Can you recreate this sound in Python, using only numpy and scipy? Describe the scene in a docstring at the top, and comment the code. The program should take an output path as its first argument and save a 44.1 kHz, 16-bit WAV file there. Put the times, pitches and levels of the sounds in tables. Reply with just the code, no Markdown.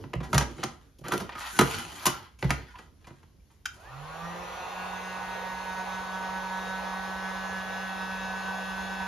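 """From the start, over faint garage noise, a heat gun is shoved about and set down on a wooden bench.
Knocks excite modes of housing and board and a bench thud; stick-slip ticks make scrapes, with small squeaks.
At 3.65 s the switch snaps and bounces as brief impulses through stiff resonances.
Then the fan spins up: tones at multiples of the shaft speed over rushing air, shaped noise.
A close pair of microphone ports hears it, with the garage's decaying reflections of the handling."""
import sys
import numpy as np
from scipy import signal
from scipy.fft import rfft, irfft, next_fast_len
from scipy.io import wavfile
from scipy.ndimage import uniform_filter1d

SR = 44100
rng = np.random.default_rng(int(sys.argv[2]) if len(sys.argv) > 2 else 0)


def materialize(psi):
    """Save the field psi as 16-bit PCM at rate SR to the path in sys.argv[1].

    A 1-D psi becomes a single channel; in a 2-D psi each row is a channel.
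    """
    bounded = np.clip(np.atleast_2d(psi).T, -1, 1)
    quanta = np.round(bounded * 32767).astype(np.int16)
    wavfile.write(sys.argv[1], SR, quanta)


N = 399987  # samples


def amp(db):
    """Level law: decibels to amplitude ratio."""
    return 10 ** (np.asarray(db) / 20)


def evened(x):
    """Normalisation to an rms of 1."""
    return x / np.sqrt(np.mean(x ** 2) + 1e-20)


def read(points, hz):
    """Spectral interpolation: a table's value, linear in log frequency."""
    f, value = np.transpose(points)
    return np.interp(np.log(hz + 1), np.log(f + 1), value)


def add(mix, s, sound):
    """Superposition: a sound joins the mix at s seconds."""
    part = mix[max(round(s * SR), 0):][:len(sound)]
    part += sound[:len(part)]


def curves(rows):
    """Linear interpolation in time: the columns of a table at every sample."""
    s, *columns = np.transpose(rows)
    return [np.interp(np.arange(N) / SR, s, c) for c in columns]


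def wander(per_s):
    """Slow random modulation of about rms 1, smoothed from 2 * per_s steps a second."""
    steps = uniform_filter1d(rng.standard_normal(int(N / SR * per_s * 2) + 4), size=2)
    return np.interp(np.linspace(0, len(steps) - 1, N), np.arange(len(steps)), evened(steps))


def colour(x, points):
    """Minimum-phase filtering: a causal spectral shape that keeps the rms of white noise."""
    log_gain = np.log(amp(read(points, abs(np.fft.fftfreq(4096, 1 / SR)))))
    taps = np.fft.ifft(np.exp(np.conj(signal.hilbert(log_gain)))).real[:2048]
    return signal.oaconvolve(x, taps / np.linalg.norm(taps))[:len(x)]


def thin(x, low_hz):
    """Weak low radiation: a third-order high-pass removes what a small part barely radiates."""
    return signal.sosfilt(signal.butter(3, low_hz, "high", fs=SR, output="sos"), x)


def ring(x, modes, spot_hz=1200, focus_db=0, detune=1):
    """Modal synthesis that keeps white noise's rms; focus_db weakens modes away from the spot's pitch."""
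    hz, width, db = np.transpose(modes)[:, :, None]
    t = np.arange(3000) / SR
    gain = amp(db - focus_db * np.log2(hz / spot_hz) ** 2) * np.sqrt(width)
    decay = np.exp(-np.pi * width * t)
    taps = (gain * decay * np.sin(2 * np.pi * hz * detune * t)).sum(0)
    return signal.oaconvolve(x, taps / np.linalg.norm(taps))[:len(x)]


def resonate(x, hz, width):
    """Heterodyning: shift the curve hz to zero, smooth and shift back, as a moving resonance."""
    turn = np.exp(2j * np.pi * np.cumsum(hz) / SR)
    r = np.exp(-np.pi * width / SR)
    smooth = signal.lfilter([1 - r], [1, -r], x / turn)
    return evened((turn * smooth).real)


# Left-right likeness of diffuse sound. Each row: frequency in Hz, correlation from 0 to 1.
LIKENESS = [(60, 0.99), (200, 0.43), (600, 0.67), (1500, 0.33), (4000, 0.61), (6500, 0.022)]


def diffuse(points, patchy_db, tilt_db=0):
    """Partial coherence: two-channel noise from random spectra with patches; tilt_db varies the treble."""
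    frames, hz = N // 256 + 5, np.fft.rfftfreq(1024, 1 / SR)
    a, b, c, d, patches = rng.standard_normal((frames, 513, 5)).T
    patches = uniform_filter1d(patches, size=8, axis=0)
    patches = evened(uniform_filter1d(patches, size=16, axis=1))
    same = np.clip(read(LIKENESS, hz), -1, 1)[:, None]
    left = a + 1j * b
    right = same * left + np.sqrt(1 - same ** 2) * (c + 1j * d)
    treble = np.clip(np.log2(hz / 1500 + 1e-9), 0, 1)
    tilt_frames = np.pad(tilt_db * np.ones(N), (0, 2048), "edge")[::256][:frames]
    z = np.array([left, right])
    z *= amp(read(points, hz)[:, None] + patchy_db * patches + np.outer(treble, tilt_frames))
    return evened(signal.istft(z, nperseg=1024, noverlap=768)[1][:, :N])


# Spectrum of the garage's background. Each row: frequency in Hz, density in dB per Hz (relative).
GARAGE_COLOUR = [(20, -3.5), (35, 1), (52, 18), (75, -26), (120, -3), (300, -14.5), (1200, -30.5),
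                 (4000, -32.5), (12000, -33.5), (16000, -61.5)]
GARAGE_DB = -53.5


def garage():
    """Ambient diffuse field: steady low-heavy noise with slight drifting patches."""
    return amp(GARAGE_DB) * diffuse(GARAGE_COLOUR, patchy_db=1.5)


# Decay of the garage. Each row: frequency in Hz, time to fall by 60 dB in seconds.
ROOM_T60 = [(100, 0.24), (500, 0.34), (2000, 0.29), (6000, 0.26), (12000, 0.21)]


def room(x):
    """Reverberant decay: three alternately fed sparse tails, each band dying at its own speed."""
    out, turn = 0, np.arange(len(x)) / SR * 2.3
    for k in range(3):
        taps = np.zeros((2, SR // 2))
        slots = np.arange(120, SR // 2 - 20, 20)
        at = slots + rng.integers(0, 20, (2, (SR // 2 - 121) // 20))
        np.put_along_axis(taps, at, rng.choice([-1., 1.], at.shape), 1)
        hz, t, z = signal.stft(taps, SR, nperseg=512)
        same = np.clip(read(LIKENESS, hz), -1, 1)[:, None]
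        z[1] = same * z[0] + np.sqrt(1 - same ** 2) * z[1]
        decay = amp(-60 * t / read(ROOM_T60, hz)[:, None])
        tail = signal.istft(z * decay, SR, nperseg=512)[1]
        feed = np.sqrt(2 / 3) * np.cos(2 * np.pi * (turn + k / 3))
        wet = signal.fftconvolve((feed * x)[None], tail / np.linalg.norm(tail[0]), axes=1)
        out = out + wet[:, :N]
    return out


# Bounce off the bench top. Each row: frequency in Hz, lead of the right port in half turns.
BENCH_TURN = [(500, 0), (2000, .2), (3100, -.2), (4000, -.07), (5000, -.15), (6000, 0)]


def off_bench(x):
    """Reflection phase: direct sound at two ports, the bench bounce turning the right one's phase."""
    size = next_fast_len(N)
    turn = np.exp(1j * np.pi * read(BENCH_TURN, np.fft.rfftfreq(size, 1 / SR)))
    return np.array([x, irfft(rfft(x, size) * turn, size)[:N]])


SWITCH_S = 3.655  # the rattle of the switch and the start of the fan
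# The shaft's approach to speed. Each row: gap in Hz at the switch, time constant in seconds.
SPEED_LAGS = [(166.5, .234), (10.27, 1.5)]
FULL_HZ, FAN_FADE_S = 189.7, 0.19


def fan():
    """Exponential approach: seconds since the switch, fade from silence, and shaft speed in Hz."""
    t = np.maximum(np.arange(N) / SR - SWITCH_S, 0)
    hz = FULL_HZ - sum(gap * np.exp(-t / lag) for gap, lag in SPEED_LAGS)
    return t, np.minimum(t / FAN_FADE_S, 1) ** 2, hz


# Spectrum of the rushing air. Each row: frequency in Hz, density in dB per Hz (relative).
AIR_COLOUR = [(55, -27.5), (120, -16), (260, -17.5), (350, -16.5), (520, -6), (635, -8.5), (700, -4.5),
              (800, 2.5), (880, -9), (950, 1.5), (1020, -3), (1200, -4.5), (1420, -12), (2200, -15),
              (2560, -12.5), (2950, -18), (3350, -16.5), (3900, -19.5), (4350, -18), (4900, -26),
              (7000, -23.5), (12000, -29), (14000, -39), (16000, -44)]
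AIR_DB, AIR_DB_PER_OCTAVE = -38.5, 16.5  # at full speed, and growth per octave of shaft speed
TREBLE_DB, TREBLE_DB_PER_S = -2, 0.06  # the treble creeps up


def fan_air():
    """Turbulence noise: air through the barrel grows steeply with shaft speed."""
    t, fade, hz = fan()
    level = fade * amp(AIR_DB + AIR_DB_PER_OCTAVE * np.log2(hz / FULL_HZ))
    return level * diffuse(AIR_COLOUR, patchy_db=1.5, tilt_db=TREBLE_DB + TREBLE_DB_PER_S * t)


# Resonances and dips that raise or lower the tones outside SWELLING, and the strain whine, as they
# glide past. Each row: frequency in Hz, half width in Hz, change in dB.
BARREL = [(349, 12, 11.5), (1170, 77, 12), (1470, 50, 21), (1680, 57, 16), (1830, 70, 22), (2520, 120, 9),
          (2800, 75, -1), (3200, 140, -10), (6360, 290, -11)]


def barrel_db(hz):
    """Resonance curves: the summed rise or dip in dB at a frequency."""
    return sum(db / (1 + ((hz - f) / width) ** 2) for f, width, db in BARREL)


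# Loud orders that sit still between the ports. Each entry, by multiple of the shaft speed:
# left minus right in dB, lead of the right in turns.
LOUD_ORDERS = {1: (-4, .03), 5: (-4.5, .03), 8: (1, .01), 9: (-.5, -.02), 10: (-2, .02), 11: (-.5, -.05),
               14: (.5, 0), 20: (-1, -.03)}
# Orders unlike the plain ones. Each entry, by multiple of the shaft speed: level at full speed in dB.
ORDER_DB = {2: -64, 3: -58, 4: -54, 6: -55, 18: -59, 20: -58.5, 23: -67, 28: -69, 31: -72, 33: -67, 35:
            -63.5, 41: -68, 45: -70, 51: -72}
# Multiples of the shaft speed that swell and sink slowly.
SWELLING = [1, 5, 7, 8, 9, 10, 11, 14, 15, 27]
# Their levels. Each row: time in seconds, then the level in dB of each order in SWELLING.
SWELLS = [(3.75, -77, -85, -80, -77, -80, -78, -82, -84, -80, -90),
          (4.0, -41, -66, -68, -66, -66, -60, -72, -79, -80, -82),
          (4.13, -53, -57, -55, -57, -50, -64, -62, -72, -68, -80),
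          (4.28, -44, -58, -49, -62, -60, -56, -52, -68, -60, -82),
          (4.45, -53, -56, -57, -56, -62, -59, -55, -66, -65, -84),
          (4.64, -63, -52, -57, -52, -61, -58, -64, -60, -57, -80),
          (4.8, -49, -52, -60, -49, -51, -58, -66, -58, -54, -77),
          (5.05, -48.5, -51, -61, -45, -54, -57, -53, -57, -56, -73),
          (5.4, -50, -41, -58, -45, -50, -50, -56, -59, -60, -69),
          (6.1, -46, -41, -52, -42, -50, -55, -60, -68, -66, -68),
          (7.0, -44, -43, -51, -42.5, -46.5, -51.5, -57, -82, -63, -64),
          (7.6, -44, -52, -52, -41.5, -44.5, -51, -59, -62, -56, -64),
          (8.0, -44, -47, -53, -40.5, -45.5, -52, -64, -53, -58, -61),
          (8.65, -43, -49, -60, -40.5, -46.5, -52, -68, -53, -58, -61.5),
          (9.07, -43, -45, -58, -40, -45.5, -53, -64, -56, -61, -61)]
ORDER_12_DB, ORDER_SLOPE_DB = -64.5, -9.5  # a plain order: the twelfth at full speed, change per octave
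SPIN_TREMBLE = 12  # extra tremble while the shaft is short of full speed
STRAIN_ORDER, STRAIN_DB = 15, -72.5  # whines while the motor is far from full speed
STRAIN_TOP_HZ = 1950  # the housing passes the whine up to here
BEATING_ORDER, BEATING_DB = 5, 3  # throbs unevenly in the air stream


def fan_tones():
    """Shaft orders: harmonics swell and fade by standing waves as they glide, differently at each port."""
    t, fade, hz = fan()
    on = t > 0
    t, hz = t[on], hz[on]
    turns = np.cumsum(hz * (1 + 0.001004 * wander(20)[on])) / SR
    few, seconds = hz[::200], t[::200]  # slow curves need few points
    spin_db = 60.0 * np.log10(few / few[-1])  # tones strengthen steeply with speed, high orders most
    ripple = rng.standard_normal((2, 600))  # gain and side lean, one value every 30 Hz
    wavers = rng.standard_normal((84, 30))  # per order, four steps a second
    flutter_db = wander(25)[on]
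    trembles = rng.standard_normal((84, 150))  # per order, twenty-five steps a second
    swells = dict(zip(SWELLING, curves(SWELLS)))
    short_of_speed = 1 - hz / FULL_HZ
    out = np.zeros((2, N))
    for k in range(1, 84):
        phase, lead = rng.random(), 0.046 * rng.standard_normal()
        swell, lean = (np.interp(k * few / 30, np.arange(600), r) for r in ripple)
        swell = np.minimum(swell - swell[-400:].mean(), .5)  # dips go deep, peaks do not
        depth_db, pan_db = 2.8, 4 * lean
        if k in LOUD_ORDERS:
            depth_db, (pan_db, lead) = 1.5, LOUD_ORDERS[k]
        if k in swells:
            db = swells[k][on]
        else:
            plain_db = ORDER_12_DB + ORDER_SLOPE_DB * np.log2(k / 12)
            db = ORDER_DB.get(k, plain_db) + (1.0 + 0.11 * k) * spin_db
            db += barrel_db(k * few) - barrel_db(k * few[-1])
            db += depth_db * (swell + .7 * np.interp(4 * seconds, np.arange(30), wavers[k]))
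            db = np.interp(t, seconds, db)
        tremble_depth_db = 1.1 * (1 + SPIN_TREMBLE * short_of_speed) * min(k, 5) / 5 * (1 + k / 20)
        tremble_db = tremble_depth_db * np.interp(25 * t, np.arange(150), trembles[k])
        gain = np.sqrt(2) * amp(db + flutter_db + tremble_db)
        side = np.interp(t, seconds, amp(pan_db / 2 + np.zeros(len(few))))
        if k == BEATING_ORDER:
            gain *= amp(BEATING_DB * (wander(24)[on] - .6))
        if k == STRAIN_ORDER:
            whine = amp(STRAIN_DB + barrel_db(k * hz) + 2.5 * wander(30)[on])
            gain += whine * 2 * short_of_speed / (1 + (k * hz / STRAIN_TOP_HZ) ** 10)
        out[0, on] += side * gain * np.sin(2 * np.pi * (k * turns + phase))
        out[1, on] += gain / side * np.sin(2 * np.pi * (k * turns + phase + lead))
    return fade * out


# Stiff modes of the switch. Each row: frequency in Hz, width in Hz, level in dB.
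SWITCH_MODES = [(1000, 120, -12), (1490, 170, 4), (1640, 170, 3), (2000, 200, -8), (2400, 250, -1),
                (2720, 400, -1), (3105, 200, 4), (3900, 900, 0), (5060, 380, 2), (5760, 500, -2),
                (6450, 600, 1), (7300, 1300, 2), (10500, 3400, -23)]
# Snaps of the rocker. Each row: time in seconds, relative level in dB.
SNAPS = [(3.648, -28), (3.656, -15), (3.659, 5.5), (3.662, -6), (3.664, -9), (3.671, -18)]
SWITCH_DB, SWITCH_T60, SWITCH_LOW_HZ, SNAP_DB = -20.5, 0.039, 1300, -14.5  # T60 in seconds


def switch():
    """Impulse excitation: the rocker snaps and bounces, with a short rattle, in small stiff parts."""
    out, t = np.zeros(N), np.arange(6000) / SR
    shape = (1 - np.exp(-t / 0.0019)) * amp(-60 * t / SWITCH_T60)
    add(out, SWITCH_S, amp(SWITCH_DB) * shape * rng.standard_normal(len(t)))
    for s, db in SNAPS:
        add(out, s, amp([SNAP_DB + db]))
    return thin(ring(out, SWITCH_MODES), SWITCH_LOW_HZ)


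# Chirps of rubbing plastic. Each row: start in seconds, frequency in Hz, level in dB, length in seconds.
SQUEAKS = [(1.344, 1247, -40.5, 0.068), (1.503, 1507, -44, 0.17), (2.096, 1372, -44, 0.11),
           (2.728, 987, -46, 0.066), (3.227, 934, -67, 0.021), (3.388, 2330, -76, 0.029)]


def squeaks():
    """Narrow-band resonance: rubbing plastic gives brief, slightly unsteady tones."""
    out = np.zeros(N)
    for s, hz, db, length in SQUEAKS:
        count = round(length * SR)
        tone = resonate(rng.standard_normal(8000)[:count], np.full(count, hz), width=19)
        add(out, s, amp(db) * np.hanning(count) * tone)
    return out


# The gun's place on the bench. Each row: time in seconds, upper over lower board modes in dB,
# level of the top treble in dB.
BENCH_PLACE = [(0, 2, -4), (.35, -2.5, -3.5), (.64, 4.5, -9.5), (1.0, -6, 3), (1.14, 8, 3.5), (1.3, 0, -5),
               (1.6, 5, 2.5), (1.85, 2, -2.5), (2.06, 9, 4.5), (2.43, 3.5, -3), (2.51, 2.5, -1),
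               (3.1, 3, -7.5), (3.6, 1, -1)]
# Board modes, the lower two first. Each row: frequency in Hz, width in Hz, level in dB.
BOARD = [(224.4, 70, -3), (280, 69, -2.5), (357, 60, 1.5), (442, 90, -4), (547, 150, -0.5),
         (760, 140, -12.5)]
BOARD_LOW_HZ = 121


def board_ring(x):
    """Modal participation: where the gun lies shares out the board's lower and upper modes."""
    upper_db = curves(BENCH_PLACE)[0]
    lower = amp(-upper_db / 2 - 8.5) * ring(x, BOARD[:2])
    upper = amp(upper_db / 2 - 3) * ring(x, BOARD[2:])
    return thin(lower + upper, BOARD_LOW_HZ)


def with_treble(x):
    """Spectral shelving: treble above about 9500 Hz rises and falls as the gun moves over the bench."""
    top = signal.sosfiltfilt(signal.butter(3, 9500, "high", fs=SR, output="sos"), x)
    return x + (amp(curves(BENCH_PLACE)[1]) - 1) * top


# Strokes of the gun and its cord over the wood. 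Each row: start in seconds, length in seconds,
# shell level in dB, hiss level in dB, bench rumble level in dB, rubbing pitch in Hz.
STROKES = [(-.08, 0.24, -63.5, -89, -48.5, 940), (0.257, 0.41, -53, -58, -44, 1120),
           (0.551, 0.23, -55, -58, -58, 1089), (0.761, 0.18, -73, -77, -64.5, 1250),
           (1.038, 0.31, -51, -58, -48.5, 1300), (1.344, 0.26, -45.5, -48.5, -91, 1206),
           (1.489, 0.5, -41.5, -41, -50.5, 1139), (1.911, 0.28, -45, -53, -61.5, 1072),
           (2.13, .22, -60.5, -76, -65.5, 1356), (2.394, .12, -51.5, -59, -54, 885),
           (2.498, 0.17, -52, -72, -50.5, 1834), (2.66, .1, -61.5, -71, -70, 1600),
           (2.754, .14, -62.5, -68, -61.5, 1024), (2.952, 0.4, -69.5, -73.5, -67, 1087),
           (3.465, 0.19, -76, -76.5, -81, 971), (3.682, 0.24, -60, -67.5, -63.5, 1024)]
STROKE_PEAK, STROKE_ENDS_DB = 0.31, -19  # firmest at this share of the length, softer at both ends


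def strokes():
    """Contact pressure: gains of shell, hiss and rumble, and the rubbing pitch weighted by shell gain."""
    t, gains, hz = np.arange(N) / SR, np.zeros((3, N)), np.zeros(N)
    for s, length, *db, pitch_hz in STROKES:
        u = (t - s) / length
        off = np.maximum(1 - u / STROKE_PEAK, (u - STROKE_PEAK) / (1 - STROKE_PEAK))
        press = amp(STROKE_ENDS_DB * off ** 2)
        gains += np.outer(amp(db), press)
        hz += amp(db[0]) * press * pitch_hz
    return gains, np.where(gains[0] > 1e-12, hz / (gains[0] + 1e-30), 1000)


# Housing modes, also struck by the knocks. Each row: frequency in Hz, width in Hz, level in dB.
SHELL = [(617, 83, -19.5), (831, 35, -0.5), (1016, 74, 8.5), (1273, 41, -2.5), (1250, 94, -0.5),
         (1400, 65, -1), (1630, 340, 8.5), (1950, 110, 4.5), (2325, 250, 3), (2700, 460, 2), (3080, 310, 3),
         (4070, 290, 0.5)]
# Spectrum of the rubbing hiss. 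Each row: frequency in Hz, density in dB per Hz (relative).
HISS = [(1200, -26.5), (2500, 0), (5000, -4), (8000, 12.5), (12500, -2.5), (16000, -15.5)]
# Spectrum of the bench rumble. Each row: frequency in Hz, density in dB per Hz (relative).
RUMBLE = [(50, -22), (90, 18), (140, 9), (250, 7), (450, 2), (800, -25)]
SHELL_LOW_HZ = 594
RUB_DB, RUB_WIDTH_HZ = -17.5, 180  # a wide band about the rubbing pitch
STREAK_DB, STREAK_WANDER = -13.5, 0.15  # three streaks near that pitch, drifting by this share
MODE_SLIDE = 0.032  # housing modes slide by this share under a moving grip


def scrape():
    """Stick-slip friction: dense uneven ticks drive housing, rubbed spot, hiss and bench."""
    (shell, hiss, rumble), hz = strokes()
    slips_db = 4.5 * wander(400) + 3.5 * np.array([wander(30) for _ in range(3)])
    ticks = evened(rng.standard_normal((3, N)) * amp(slips_db))
    streaks = 0
    for ratio in (.82, 1.02, 1.22):
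        sway = amp(1.2 * wander(25))
        streak_hz = hz * ratio * (1 + STREAK_WANDER * wander(7.0))
        streaks = streaks + sway * resonate(ticks[0], streak_hz, width=17)
    spot_hz = hz * (1 + 0.068 * wander(14))
    spot = resonate(ticks[0], spot_hz, RUB_WIDTH_HZ)
    spot = resonate(spot, spot_hz, RUB_WIDTH_HZ)
    modes = 0
    for f, width, db in SHELL:
        modes = modes + amp(db) * resonate(ticks[0], f * (1 + MODE_SLIDE * wander(6)), width)
    housing = amp(-19) * modes + amp(RUB_DB) * spot + amp(STREAK_DB) * streaks
    bench = colour(ticks[2], RUMBLE) + amp(-10) * board_ring(ticks[2])
    return shell * thin(housing, SHELL_LOW_HZ) + hiss * colour(ticks[1], HISS) + rumble * bench


# Knocks of the gun on the bench. Each row: start in seconds, shell level in dB, crack level in dB,
# board level in dB, bench thud level in dB, struck spot's pitch in Hz, rattle's 60 dB decay in seconds.
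KNOCKS = [(.039, -44, -69, -36.5, -37.5, 795, 0.039), (.133, -36, -45, -28.5, -47, 980, 0.045),
          (.137, -31, -39.5, -26, -40, 930, 0.022), (0.154, -52.5, -45, -35.5, -22.5, 693, 0.0097),
          (.203, -38.5, -50.5, -30.5, -38.5, 707, 0.083), (.227, -37, -38.5, -47, -41, 774, 0.18),
          (.33, -22.5, -23.5, -19.5, -31.5, 966, 0.054), (.343, -22.5, -19.5, -19, -14, 1200, 0.084),
          (0.379, -20.5, -12, -29, -24, 1170, 0.048), (.408, -23.5, -29, -23, -43, 986, 0.072),
          (0.426, -34.5, -34, -28.5, -45, 1210, 0.028), (0.579, -42, -53, -34.5, -39.5, 1260, 0.11),
          (.63, -29, -39, -38.5, -55.5, 1200, 0.067), (.636, -28.5, -20.5, -23.5, -33, 1220, 0.043),
          (.984, -70, -49, -48, -54, 705, 0.087), (1.008, -71, -57, -42, -42, 705, 0.076),
          (1.038, -40.5, -50, -41, -48, 1170, 0.13), (1.05, -35, -50, -36, -49.5, 1310, 0.16),
          (1.083, -39, -33, -28.5, -50, 1400, 0.043), (1.108, -33, -53, -33, -57.5, 1100, 0.12),
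          (1.119, -22, -27.5, -28, -38.5, 1210, 0.072), (1.134, -28, -29.5, -23.5, -44, 1370, 0.084),
          (1.178, -60, -28, -34.5, -43, 1280, 0.029), (1.198, -33.5, -32, -32.5, -45, 690, 0.12),
          (1.292, -33.5, -47.5, -44, -53, 1210, 0.059), (1.319, -36.5, -59, -49, -62, 1910, 0.1),
          (1.352, -37.5, -48, -43.5, -54.5, 1250, 0.075), (1.378, -37, -53, -60.5, -61.5, 1178, 0.1),
          (1.408, -36, -41.5, -54.5, -65, 1220, 0.048), (1.414, -36.5, -41, -58, -67, 1256, 0.11),
          (1.589, -12, -13, -11.5, -23.5, 1247, 0.053), (1.609, -20.5, -18.5, -15, -22.5, 1183, 0.064),
          (1.748, -46, -31.5, -50, -60.5, 2300, 0.061), (1.803, -41.5, -43.5, -48, -63.5, 1098, 0.046),
          (1.85, -41, -42.5, -50, -61.5, 2600, 0.044), (2.024, -41, -36, -56, -61, 1200, 0.12),
          (2.055, -24.5, -15.5, -43.5, -36, 900, 0.059), (2.064, -17.5, -12.5, -24, -27.5, 1060, 0.069),
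          (2.387, -53, -46.5, -64, -53.5, 2220, 0.1), (2.426, -29, -40, -18.5, -26, 1920, 0.03),
          (2.443, -35.5, -44, -23, -19, 789, 0.038), (2.492, -35, -39, -40, -36, 997, 0.09),
          (2.505, -19.5, -21.5, -21, -26.5, 1810, 0.048), (2.755, -44, -68, -58.5, -65, 970, 0.066),
          (2.785, -41, -47, -44.5, -63, 1113, 0.084), (3.043, -51, -60.5, -71, -67.5, 2353, 0.072),
          (3.067, -47.5, -45.5, -45, -57, 980, 0.11), (3.105, -53.5, -65, -43, -48, 1000, 0.041),
          (3.23, -54.5, -59.5, -58, -56, 930, 0.063), (3.501, -59, -67, -65.5, -67.5, 900, 0.1)]
# Modes of the bench top. Each row: frequency in Hz, level in dB, 60 dB decay in seconds.
BENCH = [(107.8, -13.5, 0.16), (135.1, 0.5, 0.23), (162.7, -6.5, 0.2), (192, -6.5, 0.034)]
# Spectrum of the crack. Each row: frequency in Hz, density in dB per Hz (relative).
CRACK = [(1200, -32.5), (2500, -4), (5000, -4.5), (8000, 1.5), (12000, -9), (14000, -15.5), (16000, -38)]
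# Ring of the steel nozzle. Each row: frequency in Hz, level in dB, 60 dB decay in seconds.
NOZZLE = [(5940, -52.5, 0.14)]
NOZZLE_KNOCK_DB = -16  # only cracks harder than this reach the nozzle
SPOT_DB, STRIKE_DB = -4.5, 11  # the struck spot's own ring; the first contact over the rattle
FRAME_HZ, FRAME_T60 = 63.6, 0.42  # T60 in seconds
FRAME_DB, FRAME_LEAN = -11.5, 0.42  # under the bench top, less after blows that favour the board


def knocks():
    """Impact excitation: blow and rattle ring housing and board, with a crack and a swelling bench thud."""
    housing, board, crack, thud, steel = np.zeros((5, N))
    t, slow = np.arange(8000) / SR, np.arange(24000) / SR
    chance = rng.standard_normal((len(KNOCKS), 3, 8000))
    phases = rng.random((len(KNOCKS), len(BENCH)))
    grips = rng.standard_normal((len(KNOCKS), len(SHELL), 1))  # the grip shifts every mode a little
    strike = np.exp(-((t - .0012) / .00006) ** 2)  # a hard contact, strongest with short rattles
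    nozzle = sum(amp(db - 60 * slow / t60) * np.sin(2 * np.pi * hz * slow) for hz, db, t60 in NOZZLE)
    frame = (1 - np.exp(-slow / 0.0089)) * amp(-60 * slow / FRAME_T60)
    frame *= np.sin(2 * np.pi * FRAME_HZ * slow)
    for knock, (a, b, c), phase, grip in zip(KNOCKS, chance, phases, grips):
        s, shell_db, crack_db, board_db, thud_db, hz, t60 = knock
        t60 = np.clip(t60, .01, .4)
        shape = (1 - np.exp(-t / (0.37 * t60 ** 2))) * amp(-60 * t / t60)  # long rattles start softly
        blow = shape * (1 + 0.41 * np.exp(-t / 0.0013))
        drive = blow * a + amp(STRIKE_DB) * strike / (1 + (t60 / 0.058) ** 4)
        rung = ring(drive, SHELL, hz, focus_db=2.0, detune=1 + 0.038 * grip)
        add(housing, s, amp(shell_db) * rung)
        spot = resonate(a, np.full(len(a), hz), width=40)
        add(housing, s, amp(shell_db + SPOT_DB) * shape * spot)
        add(board, s + 0.00392, amp(board_db) * shape * c)
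        add(crack, s, amp(crack_db) * blow ** 1.55 * b)
        add(steel, s, (crack_db > NOZZLE_KNOCK_DB) * amp(crack_db) * blow * b)
        boom = 0
        for (f, db, decay_s), p in zip(BENCH, phase):
            boom = boom + amp(db - 60 * slow / decay_s) * np.sin(2 * np.pi * (f * slow + 0.55 * p))
        push = (1 - np.exp(-slow / 0.0045)) * boom
        frame_db = FRAME_DB - FRAME_LEAN * (board_db - thud_db)
        add(thud, s + .004, amp(thud_db) * (push + amp(frame_db) * frame))
    nozzle_ring = signal.oaconvolve(steel, nozzle)[:N]
    return thin(housing, SHELL_LOW_HZ) + board_ring(board) + colour(crack, CRACK) + nozzle_ring + thud


def scene():
    """Superposition: handling, direct and reverberant, with fan and garage noise."""
    hits, drag, snap = with_treble(knocks()), with_treble(scrape()), switch()
    direct = off_bench(hits + snap + drag + squeaks())
    reverberant = amp(-6.5) * room(hits + amp(-1.0) * snap + amp(8.0) * drag)
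    return direct + reverberant + fan_tones() + fan_air() + garage()


# Balance of the two channels. Each row: frequency in Hz, left minus right in dB.
BALANCE_DB = [(60, -2), (400, -2.5), (1300, -1.5), (2400, 1), (4400, 3), (7000, 1)]
# Overall gain: low cut, weaker band near 8 kHz, falling top. Each row: frequency in Hz, gain in dB.
OVERALL_DB = [(26, -24), (50, 0), (7000, 0), (7700, -4), (8900, -4), (9800, 0), (14500, 0), (16000, -9)]
# Left-right difference left over, nearly emptied in some treble bands.
# Each row: frequency in Hz, share from 0 to 1.
SIDE_SHARE = [(6800, 1), (7600, .01), (8900, .01), (9300, .7), (10200, .7), (10600, .01), (12800, .01),
              (13200, .8), (13700, .01)]
# Phase of right against left, rising with frequency in steps.
# Each row: frequency in Hz, lead of the right in half turns.
RIGHT_TURN = [(5500, 0), (6700, .3), (7600, 1), (8900, 1), (10600, 2), (12800, 2), (13700, 3)]
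EDGE_HZ = 15900  # upper band limit


def record(dry):
    """Mid-side shaping: balance and gain, side emptied in treble bands, right phase turned, band limit."""
    size = next_fast_len(N + 4096)
    hz = np.fft.rfftfreq(size, 1 / SR)
    gain_db = np.outer([.5, -.5], read(BALANCE_DB, hz)) + read(OVERALL_DB, hz)
    left, right = rfft(dry, size) * amp(gain_db)
    mid, side = (left + right) / 2, (left - right) / 2 * read(SIDE_SHARE, hz)
    turn = np.exp(1j * np.pi * read(RIGHT_TURN, hz))
    stereo = irfft(np.array([mid + side, (mid - side) * turn]), size)[:, :N]
    band = signal.firwin(511, EDGE_HZ, window=("kaiser", 9), fs=SR)
    return signal.oaconvolve(stereo, band[None], "same")


dry = scene()
out = record(dry)
materialize(out)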